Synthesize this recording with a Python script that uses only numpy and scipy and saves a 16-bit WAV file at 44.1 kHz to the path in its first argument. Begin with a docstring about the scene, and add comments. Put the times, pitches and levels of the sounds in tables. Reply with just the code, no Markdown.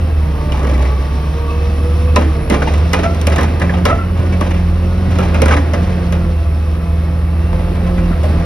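"""Inside the cab of a side-loading refuse truck, a booming diesel drives a whining hydraulic pump,
its pitch sagging and surging as the arm works. Oil sings through a valve as the steel arm reaches out,
clanking and rattling. The arm bangs and knocks hollowly while a dry pivot squeals twice.
A plastic cart swings aloft, refuse tumbles into the hopper and the pump groans at the
top of the swing. It all carries through the cab to two microphone ports."""
import sys
import numpy as np
from scipy import signal
from scipy.fft import rfft, irfft, next_fast_len
from scipy.io import wavfile
from scipy.ndimage import uniform_filter1d

SR = 44100
rng = np.random.default_rng(int(sys.argv[2]) if len(sys.argv) > 2 else 0)


def store_wav(level_fs):
    """Save 16-bit WAV to argv[1]."""
    pcm = np.round(np.clip(np.atleast_2d(level_fs), -1, 1) * 32767)
    wavfile.write(sys.argv[1], SR, pcm.T.astype(np.int16))


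N = 372644
T = np.arange(N) / SR
WORKING_HZ = 78  # firing rate in the middle of the engine's working range


def undb(db):
    """Decibels to gain."""
    return 10 ** (np.asarray(db) / 20)


def unit(x):
    """Scale to rms 1."""
    return x / np.sqrt(np.mean(x ** 2))


def curves(table):
    """Each column of a time table, at every sample."""
    s, *columns = np.transpose(table)
    return [np.interp(T, s, c) for c in columns]


def across(points, size):
    """A table of f/Hz and value, at every bin of an FFT of this size."""
    hz, value = np.transpose(points)
    return np.interp(np.log(np.fft.rfftfreq(size, 1 / SR) + 1e-3), np.log(hz), value)


def colour(x, points):
    """Shape x with an EQ curve of f/Hz, level/dB; rms 1."""
    size = next_fast_len(N)
    return unit(irfft(rfft(x, size) * undb(across(points, size)), size)[:N])


def noise():
    """White noise."""
    return rng.standard_normal(N)


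def band_noise(hz, width_hz, size=N):
    """Noise rung twice through one resonance; rms 1."""
    b, a = signal.iirpeak(hz, hz / width_hz, fs=SR)
    once = signal.lfilter(b, a, rng.standard_normal(size))
    return unit(signal.lfilter(b, a, once))


def walk(rate):
    """Smooth random wander of rms 1, changing rate times a second."""
    hold = int(SR / rate)
    steps = np.repeat(rng.standard_normal(N // hold + 1), hold)
    return unit(uniform_filter1d(uniform_filter1d(steps, hold), hold)[:N])


def fade(t, t60):
    """Exponential decay, 60 dB in t60."""
    return np.exp(-np.log(1000) * t / t60)


def gate(start_s, end_s, attack_s=.063, release_s=.077):
    """Rise, hold until end_s, then fall away; by default at the pace of a hydraulic valve."""
    return np.clip((T - start_s) / attack_s, 0, 1) * np.clip(1 - (T - end_s) / release_s, 0, 1)


def partial(cycles, wander):
    """A sine of rms 1 on a running cycle count, its phase trembling by wander radians."""
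    return np.sqrt(2) * np.sin(2 * np.pi * (cycles + rng.random()) + wander * walk(25))


def grains(rate, spread_db, t60):
    """Countless small contacts of uneven size, each with a short tail; rms 1."""
    clicks = np.sign(noise()) * (rng.random(N) < rate / SR)
    sizes = undb(spread_db * np.minimum(rng.exponential(size=N), 3))
    t = T[:SR // 25]
    tail = rng.standard_normal(len(t)) * fade(t, t60)
    return unit(signal.fftconvolve(clicks * sizes, tail)[:N])


def exhaust(firings, hz, strain):
    """The cab passes the low orders: a boom at the firing rate, a throb and lope from uneven cylinders."""
    # engine orders in the boom: multiple of the firing rate, level/dB
    orders = [(1, 0), (1.25, -18), (1.5, -44), (1.75, -35), (2, -25), (3, -35.5), (7, -42)]
    # the cab booms at some speeds and cancels at others: firing rate/Hz, level/dB
    cab_response = [(66, -.5), (68, -2.5), (70.5, -4.7), (72.3, -3.8), (73.8, -.5), (76.5, 0), (78.5, -2.3),
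                    (83, -3.5), (86, -2)]
    # brief dips in the boom: t/s, half width/s, level/dB
    boom_dips = [(2.44, 0.054, -5), (4.05, .08, -3), (6.82, .04, -7)]
    uneven_db = 2.4
    boom = sum(undb(db + .8 * walk(9)) * partial(firings * k, wander=.06) for k, db in orders)
    throb = undb(uneven_db * (walk(12) - .2)) * partial(firings / 2, wander=.2)
    lope = undb(uneven_db * (walk(14) - .4)) * partial(firings * 3 / 4, wander=1.1)
    aloft = np.interp(T, [5.9, 6.3], [0, 1])  # less boom and more lope with the cart in the air
    boom_db = -11 + np.interp(hz, *np.transpose(cab_response)) - .56 * aloft
    boom_db += sum(db * np.exp(-((T - s) / width) ** 2) for s, width, db in boom_dips)
    boom_db -= 18.5 * strain  # a straining engine trades boom for throb
    throb_db = -29.5 + .5 * (hz - WORKING_HZ)
    lope_db = -27.8 + .45 * (hz - WORKING_HZ) + 3.6 * aloft
    return boom * undb(boom_db) + lope * undb(lope_db) + throb * (undb(throb_db) + strain)


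def pipes_db(hz):
    """The hydraulic lines resonate, boosting or cutting whatever sounds at hz."""
    # peaks and notches of the lines: f/Hz, width/Hz, level/dB
    resonances = [(970, 37, -1.5), (1180, 31, 2), (1356, 20, -5), (1910, 52, 3), (2184, 27, 4),
                  (2610, 45, 3.5), (3080, 18, 3), (4840, 280, -4.5), (6030, 130, 3.5)]
    return sum(db / (1 + ((hz - centre) / width) ** 2) for centre, width, db in resonances)


def pump(firings, hz, hum, whine):
    """Gear teeth driven by the engine hum; their overtones swell as they slide through pipe resonances."""
    # upper partials: multiple of the tooth rate, level/dB
    overtones = [(2, -39), (4, -41.5), (5, -47), (6, -49), (7, -53.5), (8, -49), (13, -63), (15, -58),
                 (16, -54)]
    teeth_per_firing = 2.16
    free_hum_db, free_whine_db, flicker_db = -30.5, -40, 4.2
    teeth = firings * teeth_per_firing + .016 * walk(18)
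    ram = undb(-61) + undb(-42) * gate(.18, 1.68)  # sings in the ram as the arm reaches out
    groan = undb(-24) * gate(7.915, 7.965)  # the cart at the top of its swing
    out = (undb(free_hum_db) + hum) * undb(1.3 * walk(12)) * partial(teeth, wander=.14)
    out += (undb(free_whine_db) + whine + groan) * undb(2 * walk(25)) * partial(3 * teeth, wander=.22)
    out += hum * undb(-12.5) * partial(2 * teeth, wander=.5)  # load adds an octave to the hum
    out += ram * undb(3 * walk(20)) * partial(6 * teeth, wander=.4)
    for k, db in overtones:
        level_db = db + pipes_db(k * teeth_per_firing * hz) + flicker_db * (walk(14) - .25)
        out += undb(level_db) * partial(k * teeth, wander=.2 + .06 * k)
    return out


def machinery(firings, hz):
    """Panels rumble; injectors, loose fittings and hissing oil pulse with each firing and ring the pipes."""
    # how hard the machinery works: t/s, clatter level/dB, hiss level/dB
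    effort = [(0.0, -31, -46), (0.64, -30, -41.5), (1.86, -30.5, -41), (2.52, -28.5, -44), (2.68, -28, -38),
              (3.74, -27.5, -43), (4.07, -31, -49), (4.31, -30, -41), (4.89, -31, -44),
              (5.44, -24.5, -39.5), (5.55, -27.5, -43.5), (6.09, -29, -43), (6.35, -33, -46),
              (7.13, -32.5, -47), (8.14, -30, -46.5), (8.45, -27.5, -41)]
    # low panel rumble: f/Hz, level/dB
    rumble_eq = [(20, -22), (40, -18), (60, 9), (80, 8), (105, 5), (150, 3.5), (220, 1), (340, -4),
                 (480, -11.5), (800, -22.5), (2000, -58)]
    # midrange clatter: f/Hz, level/dB
    clatter_eq = [(200, 1.5), (400, 7), (560, 8), (800, 2), (1150, 2.5), (1500, -2.5), (2000, -7.5),
                  (2600, -7.5), (3300, -17.5), (5000, -16), (9000, -75)]
    # bright oil hiss: f/Hz, level/dB
    hiss_eq = [(1500, -2), (3000, 7.5), (4200, 5), (5400, 5.5), (6500, -6), (8500, -5.5), (12000, -19.5),
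               (16000, -34)]
    # faint, steady hiss on top: f/Hz, level/dB
    steady_hiss_eq = [(4000, -20), (7000, -3.5), (10000, 9.5), (12500, 6), (16000, -11.5)]
    clatter_db, hiss_db = curves(effort)
    rumble_db = clatter_db + 6.5 + .11 * (hz - WORKING_HZ)
    pulse = 1 + .078 * np.cos(2 * np.pi * firings)
    rumble = colour(noise(), rumble_eq) * undb(rumble_db + 1.4 * walk(15))
    contacts = noise() * pulse + .5 * grains(rate=500, spread_db=5, t60=.049)
    clatter = colour(contacts, clatter_eq) * undb(clatter_db + .5)
    hiss = colour(noise() * pulse, hiss_eq) * undb(hiss_db + 1 + 1.2 * walk(30))
    size = next_fast_len(N)
    pipe_gain = undb(pipes_db(np.fft.rfftfreq(size, 1 / SR)))
    piped = irfft(rfft(clatter + hiss, size) * pipe_gain, size)[:N]
    return rumble + piped + colour(noise(), steady_hiss_eq) * undb(-52.5)


def whistles():
    """Oil squeezing past valve edges whistles faintly."""
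    # thin tones: start/s, end/s, f/Hz, level/dB
    tones = [(0, 2.25, 15290, -61), (1.7, 2.41, 10830, -53), (2.37, 2.64, 10800, -46),
             (4.3, 8.45, 1317, -49)]
    out, waver = 0, 1 + .00107 * walk(40)
    for start, end, hz, db in tones:
        envelope = np.clip(np.minimum(T - start, end - T) / .043, 0, 1)
        cycles = np.cumsum(hz * waver) / SR
        out += envelope * undb(db + 2.4 * walk(12)) * partial(cycles, wander=.27)
    return out


def strokes():
    """Each stroke of the arm adds gain to the pump's hum, its third-harmonic whine and the engine throb."""
    # load of each stroke: start/s, end/s, hum level/dB, whine level/dB, throb level/dB
    loads = [(.2, 0.743, -34.5, -48, -30), (1.005, 1.293, -33, -60, -43), (1.32, 1.706, -65, -31, -40),
             (1.8, 2.15, -52, -31, -36), (2.29, 2.66, -35.5, -34, -29), (2.814, 3.043, -23, -44, -41),
             (3.592, 3.818, -21, -45, -43), (4, 4.14, -30, -57, -36), (4.267, 5.274, -22.5, -48, -30),
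             (5.72, 6.308, -23, -37, -32.5), (6.61, 7.44, -28.5, -53, -42),
             (7.465, 7.748, -26.5, -44, -23.5), (7.772, 8.1, -19.5, -37, -16.5),
             (8.29, 8.45, -22, -48, -26)]
    return sum(undb(levels)[:, None] * gate(start, end) for start, end, *levels in loads)


def valve():
    """Turbulent oil keeps a resonance fluttering, and a higher one rasps near full reach."""
    flow_gain = undb(-50) + undb(-39.5) * gate(.38, 1.55, release_s=1.3)
    flow = band_noise(hz=1144, width_hz=80) * flow_gain
    rasp = band_noise(hz=2605, width_hz=80) * undb(-45) * gate(1.45, 2.15)
    flutter_db = 3.6 * (walk(40) - .15)
    return (flow + rasp) * undb(flutter_db)


def clanks(small_blows):
    """Each blow cracks, shakes the steel and its modes, and thuds low through the body."""
    # hits of arm, stops, gripper and tipped cart: t/s, level/dB, thud offset/dB, crack offset/dB
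    blows = [(0.520, -22, -1, -7.5), (0.616, -26.5, -2, -16), (0.645, -21, -1, -21), (0.692, -20, -6, -14),
             (0.743, -21.5, -3, -14), (0.793, -23, -3, -16), (0.824, -22.5, -5, -7.5),
             (0.851, -22, -0.5, -16), (2.160, -5, -4.5, -9), (2.211, -17.5, -12, -13),
             (2.499, -9.5, -1.5, -7.5), (2.521, -13.5, 1, -17), (2.540, -11.5, -10, -23),
             (2.618, -13, -2.5, -30), (2.672, -14.5, 1, -33), (2.737, -18, -13, -10),
             (2.78, -21.5, -11, -11), (2.932, -5.5, -21, -7.5), (2.988, -15, -0.5, -27),
             (3.031, -13, -9, -29), (3.146, -32.5, -2, 2), (3.214, -26, -12, 3), (3.269, -12.5, -0.5, -0.5),
             (3.299, -19.5, -9, -9), (3.319, -14.5, -2, -19), (3.36, -13, -21, -7.5),
             (3.383, -13.5, 2, -11), (3.409, -15.5, -15, -8), (3.431, -14.5, -5, -10),
             (3.479, -21, -6, -25), (3.598, -20, -9, -8), (3.615, -13.5, -6, -38), (3.694, -18, -7, -41),
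             (3.737, -19, -3, -32), (3.769, -19.5, -5, -28), (3.853, -5.5, -9.5, -8),
             (3.898, -13.5, -2.5, -20), (4.19, -23.5, -3, -20), (4.324, -22.5, 1.5, -12),
             (4.409, -15.5, -2, -9), (4.463, -21, -3, -16), (4.506, -20, -3, -17), (4.539, -22.5, 1, -18),
             (4.561, -24, -3, -20), (5.186, -15, 1.5, -12), (5.225, -18, -7, -22), (5.343, -16, -2.5, -12),
             (5.418, -10, -5, -4), (5.457, -17, 2, -3.5), (5.481, -10, -3, -13), (5.507, -13, -18, -18),
             (5.520, -12, -14, -21), (5.535, -14.5, -12, -17), (5.566, -14, -8, -12),
             (5.735, -15, 0, -12.5), (6.124, -16.5, -5.5, -8.5), (6.747, -27.5, -5, -25),
             (7.526, -25.5, 3, -35), (7.591, -27, 3, -30), (7.751, -23.5, -3, -22), (7.865, -21, -4, -24),
             (7.977, -22, -9, -20), (8.05, -28, -2.5, -25), (8.112, -26, -1, -30), (8.233, -24, -18, -8),
             (8.398, -24, -5, -14)]
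    # bright attack: f/Hz, level/dB
    crack_eq = [(2000, -1), (3000, 4.5), (3800, 1.5), (4600, -1), (5800, 1.5), (8000, -3), (11500, -6.5),
                (13500, -15), (16000, -32)]
    # wash of shaken steel: f/Hz, level/dB
    steel_eq = [(400, -25), (750, 6.5), (1050, 3.5), (1400, 2.5), (1900, 2.5), (2600, -2.5), (3300, -8),
                (4500, -14), (5800, -12), (8000, -22.5), (11000, -23.5), (14000, -58)]
    # low weight of the body: f/Hz, level/dB
    thud_eq = [(90, -30), (200, 13), (300, 8), (520, 3.5), (700, 5.5), (1100, -45)]
    # ring of the arm: f/Hz, level/dB, t60/s
    arm_modes = [(267, -5, 0.19), (446, -3.5, 0.16), (512.2, 1, 0.18), (584, 1, 0.2), (809, -8.5, 0.3),
                 (897, -8, 0.24), (1026, 0, 0.12), (1208, -12, 0.46), (1274, -4.5, 0.15), (1493, -19, 0.53),
                 (1625, -9, 0.12), (1846, -10, 0.06), (2008, -5.5, 0.12), (2370, -7, 0.2), (2815, -6, 0.13),
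                 (3360, -16.5, 0.14), (3850, -14.5, 0.14)]
    t = T[:SR * 2 // 5]
    crack_power, steel_power, thud_power, ring = np.zeros((4, N + len(t)))
    crack_shape = (1 - fade(t, .004)) * (fade(t, .019) + .08 * fade(t, .13))
    steel_shape = (1 - fade(t, .032)) * (fade(t, .086) + .18 * fade(t, .64))
    thud_shape = (1 - fade(t, .011)) * fade(t, .36)
    hz, mode_db, mode_t60 = np.transpose(arm_modes)[:, :, None]
    mode_shapes = np.float32(undb(mode_db) * (1 - fade(t, .013)) * fade(t, mode_t60))
    for s, db, thud_db, crack_db in list(blows) + small_blows:
        span = slice(int(s * SR), int(s * SR) + len(t))
        crack_power[span] += (undb(db + crack_db) * crack_shape) ** 2
        steel_power[span] += (undb(db) * steel_shape) ** 2
        thud_power[span] += (undb(db + thud_db) * thud_shape) ** 2
        # the place of contact decides which modes speak, the pose of the arm detunes them
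        share, detune = np.float32(rng.uniform(-.967, 1, (2, len(hz), 1)))
        phase = np.float32(2 * np.pi * hz * (1 + .0304 * detune)) * np.float32(t)
        ring[span] += undb(db) * np.sum(share * mode_shapes * np.sin(phase), axis=0)
    chatter = undb(2.2 * walk(130))  # loose joints keep rattling as the steel dies away
    crack = undb(3) * np.sqrt(crack_power[:N]) * colour(noise(), crack_eq)
    steel = undb(-5) * np.sqrt(steel_power[:N]) * chatter * colour(noise(), steel_eq)
    thud = undb(-3) * np.sqrt(thud_power[:N]) * colour(noise(), thud_eq)
    return crack + steel + thud + undb(-4) * ring[:N]


def knocks():
    """A struck wall or panel knocks at one resonance: hollow when low, broad and dry when high."""
    # hits on gripper, cart, hopper and truck body: t/s, level/dB, f/Hz, t60/s
    hits = [(0.520, -22.5, 2880, .05), (0.544, -24.5, 846, .14), (0.652, -21, 480, .11),
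            (0.722, -18, 290, .1), (0.794, -23, 820, .09), (0.852, -25, 2030, .09),
            (2.162, -17, 2540, 0.059), (2.163, -16.5, 1910, .1), (2.163, -10, 1023, 0.12),
            (2.166, -16, 500, 0.18), (2.17, -16, 229.5, 0.36), (2.26, -20.5, 320, 0.31),
            (2.515, -14, 326, 0.2), (2.62, -16, 1506, .08), (2.626, -16, 497, .12),
            (2.672, -12.5, 880, 0.081), (2.934, -13, 1950, 0.081), (2.936, -17.5, 964, .11),
            (3.269, -20, 2450, .09), (3.271, -22.5, 1150, 0.094), (3.275, -14.5, 545, 0.11),
            (3.38, -20.5, 1780, 0.23), (3.385, -20.5, 1046, 0.28), (3.40, -20, 481, .25),
            (3.616, -16.5, 1590, 0.1), (3.694, -16.5, 1710, 0.079), (3.737, -21.5, 2610, 0.063),
            (3.738, -17, 767, .09), (3.857, -13.5, 557, 0.2), (4.19, -6.5, 109, 0.14),
            (4.324, -30, 2300, 0.17), (4.411, -15, 1130, 0.09), (4.507, -27, 1900, 0.072),
            (5.08, -7.5, 110, 0.17), (5.186, -20, 1334, 0.16), (5.22, -19.5, 798, .15),
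            (5.344, -19.5, 1294, 0.12), (5.344, -19.5, 2260, 0.049), (5.419, -19.5, 2220, .08),
            (5.422, -7, 531, .13), (5.458, -17, 1410, 0.11), (5.481, -14, 1800, 0.048),
            (5.482, -14, 520, .1), (5.509, -15.5, 1540, .07), (5.516, -15, 1100, .08),
            (5.525, -20.5, 2250, .11), (5.534, -14, 1250, .07), (5.555, -15.5, 289, 0.32),
            (5.565, -19, 1840, 0.077), (5.736, -16, 580, 0.13), (7.526, -25, 894, .16),
            (7.712, -21, 365, 0.18), (8.108, -14.5, 198, .08), (8.114, -28, 1360, .18),
            (8.235, -20, 610, 0.36)]
    dry_hz = 1500  # the ringing share of the power halves at this pitch
    out = np.zeros(N + SR)
    t = T[:SR // 2]
    for s, db, hz, t60 in hits:
        ring_share = .7 / (1 + (hz / dry_hz) ** 2)
        spread = band_noise(hz, width_hz=max(140, .28 * hz), size=len(t))
        ring = np.sqrt(2) * np.sin(2 * np.pi * (hz * t + rng.random()))
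        wall = np.sqrt(ring_share) * ring + np.sqrt(1 - ring_share) * spread
        out[int(s * SR):int(s * SR) + len(t)] += undb(db) * wall * (1 - fade(t, .005)) * fade(t, t60)
    return out[:N]


def rattles():
    """Loose joints rattle as the arm moves: small blows at uneven gaps, as rows for clanks()."""
    # bursts of rattling: start/s, end/s, level/dB, thud offset/dB
    bursts = [(.55, .79, -24.5, 1), (4.169, 4.25, -28, 0), (5.1, 5.29, -24.5, -2), (5.82, 5.95, -28, -1)]
    gap_s, spread_db, crack_db = .027, 1.2, -11.5
    rows = []
    for start, end, db, thud_db in bursts:
        for s in np.arange(start, end, gap_s):
            late, size = rng.uniform(-1, 1, 2)
            rows.append((s + late * gap_s / 2, db + size * spread_db, thud_db, crack_db))
    return rows


def squeals():
    """A dry pivot sticks and slips at a steel resonance, swells quickly, bends up and rings out."""
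    # slips of the pivot: t/s, rise/s, t60/s, f/Hz, fundamental level/dB, octave level/dB
    slips = [(2.975, .019, .1, 665, -20, -24.5), (3.032, .016, .31, 663, -13, -19),
             (3.882, .028, .2, 653, -36, -13), (3.9, .03, .17, 662, -13.5, -28),
             (3.972, .03, .3, 660, -42, -25.5)]
    tremble = .014 * walk(300)  # uneven catching shakes both pitch and level
    scrape = undb(3 * (walk(220) - .3))
    out = np.zeros(N)
    t = T[:SR // 2]
    bend = .018 * (1 - fade(t, .3))
    for s, rise, t60, hz, first_db, octave_db in slips:
        span = slice(int(s * SR), int(s * SR) + len(t))
        swell = np.minimum(t / rise, 1) * fade(np.maximum(t - rise, 0), t60) * scrape[span]
        phase = 2 * np.pi * np.cumsum(hz * (1 + bend + tremble[span])) / SR
        harmonics_db = [first_db, octave_db, octave_db - 15, octave_db - 18]
        out[span] += swell * sum(undb(db) * np.sin(k * phase) for k, db in enumerate(harmonics_db, 1))
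    return np.sqrt(2) * out


def refuse():
    """Loose refuse tumbles into the hopper as a dull, dense patter."""
    # two spills from the tipped cart: start/s, end/s, level/dB
    spills = [(7.505, 8.127, -39), (8.218, 8.29, -34.5)]
    # dull tone of the patter: f/Hz, level/dB
    patter_eq = [(150, -16), (350, -2), (650, -1), (1000, -11), (2200, -9), (4000, -16), (6000, -24.5),
                 (12000, -25), (15000, -49)]
    spilling = sum(undb(db) * gate(start, end, attack_s=.025, release_s=.18) for start, end, db in spills)
    return colour(grains(rate=450, spread_db=.5, t60=.078), patter_eq) * spilling


def cab(direct, diffuse):
    """Direct sound reaches both ports, one a little ahead; sound scattered round the cab differs at each."""
    # how alike the ports sound: f/Hz, likeness from 0 to 1
    port_likeness = [(60, 0.97), (130, 0.97), (300, 0.97), (600, 0.49), (1300, 0.87), (1900, 1),
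                     (2800, 0.48), (4500, 0.59), (5100, 1), (6000, 1), (7300, 1), (8800, 0.99),
                     (10400, 0.91), (12000, 0.98), (13400, .99), (15000, 0.81)]
    # stereo balance: f/Hz, left minus right level/dB
    port_tilt = [(60, -1), (110, -0.5), (200, -2), (380, -5), (700, 0), (1290, -0.5), (2380, -0.5),
                 (4400, -0.5), (8120, -0.5), (15000, 0.5)]
    # phase between the ports: f/Hz, left lead/rad
    port_lead = [(200, 0.0448), (600, 0.73), (1400, 1.08), (2000, 0.5), (2700, 1.38), (4400, -0.9),
                 (5100, 0.5), (6000, 1.5), (7200, 3), (8000, 3.5), (9700, 7), (10800, 6.5), (11700, 5),
                 (12500, -21), (14400, 18), (15800, 8)]
    size = next_fast_len(N + SR // 20)
    direct, diffuse = rfft(direct, size), rfft(diffuse, size)
    like = across(port_likeness, size)
    tilt_db, lead = across(port_tilt, size), across(port_lead, size)
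    ports = []
    for side in (1, -1):  # left, right
        blend = np.sqrt((1 + like) / 2) * direct + side * np.sqrt((1 - like) / 2) * diffuse
        ports.append(blend * undb(side * tilt_db / 2) * np.exp(.5j * side * lead))
    return irfft(np.array(ports), size)[:, :N]


def scene():
    """One engine speed drives exhaust, pump and clatter; arm, cart and refuse add their blows."""
    # the engine's pitch sags and surges as the arm works: t/s, firing rate/Hz
    speed = [(0, 81.3), (.35, 70.4), (.86, 64.9), (1.35, 71.7), (2.15, 76.7), (2.57, 68), (3.0, 82.9),
             (3.3, 76.4), (3.82, 82.6), (4.26, 84.9), (4.65, 80.1), (5.11, 85.8), (5.49, 75.3),
             (5.85, 82.8), (6.5, 77.4), (7.5, 78.8), (7.93, 82), (8.25, 77.2), (8.45, 78.4)]
    hz, = curves(speed)
    firings = np.cumsum(hz) / SR
    hum, whine, strain = strokes()
    tones = exhaust(firings, hz, strain) + pump(firings, hz, hum, whine) + squeals() + whistles()
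    small_blows = rattles()
    # the same events with fresh noise make the scattered sound
    direct, diffuse = (machinery(firings, hz) + valve() + clanks(small_blows) + knocks() + refuse()
                       for _ in range(2))
    return cab(tones + direct, diffuse)


def record(dry):
    """A soft clip rounds the highest peaks and a steep low-pass cuts the top."""
    top_hz = 16100
    rounded = dry / (1 + dry ** 6) ** (1 / 6)
    return signal.sosfilt(signal.ellip(8, .2, 70, top_hz, fs=SR, output="sos"), rounded)


dry = scene()
out = record(dry)
store_wav(out)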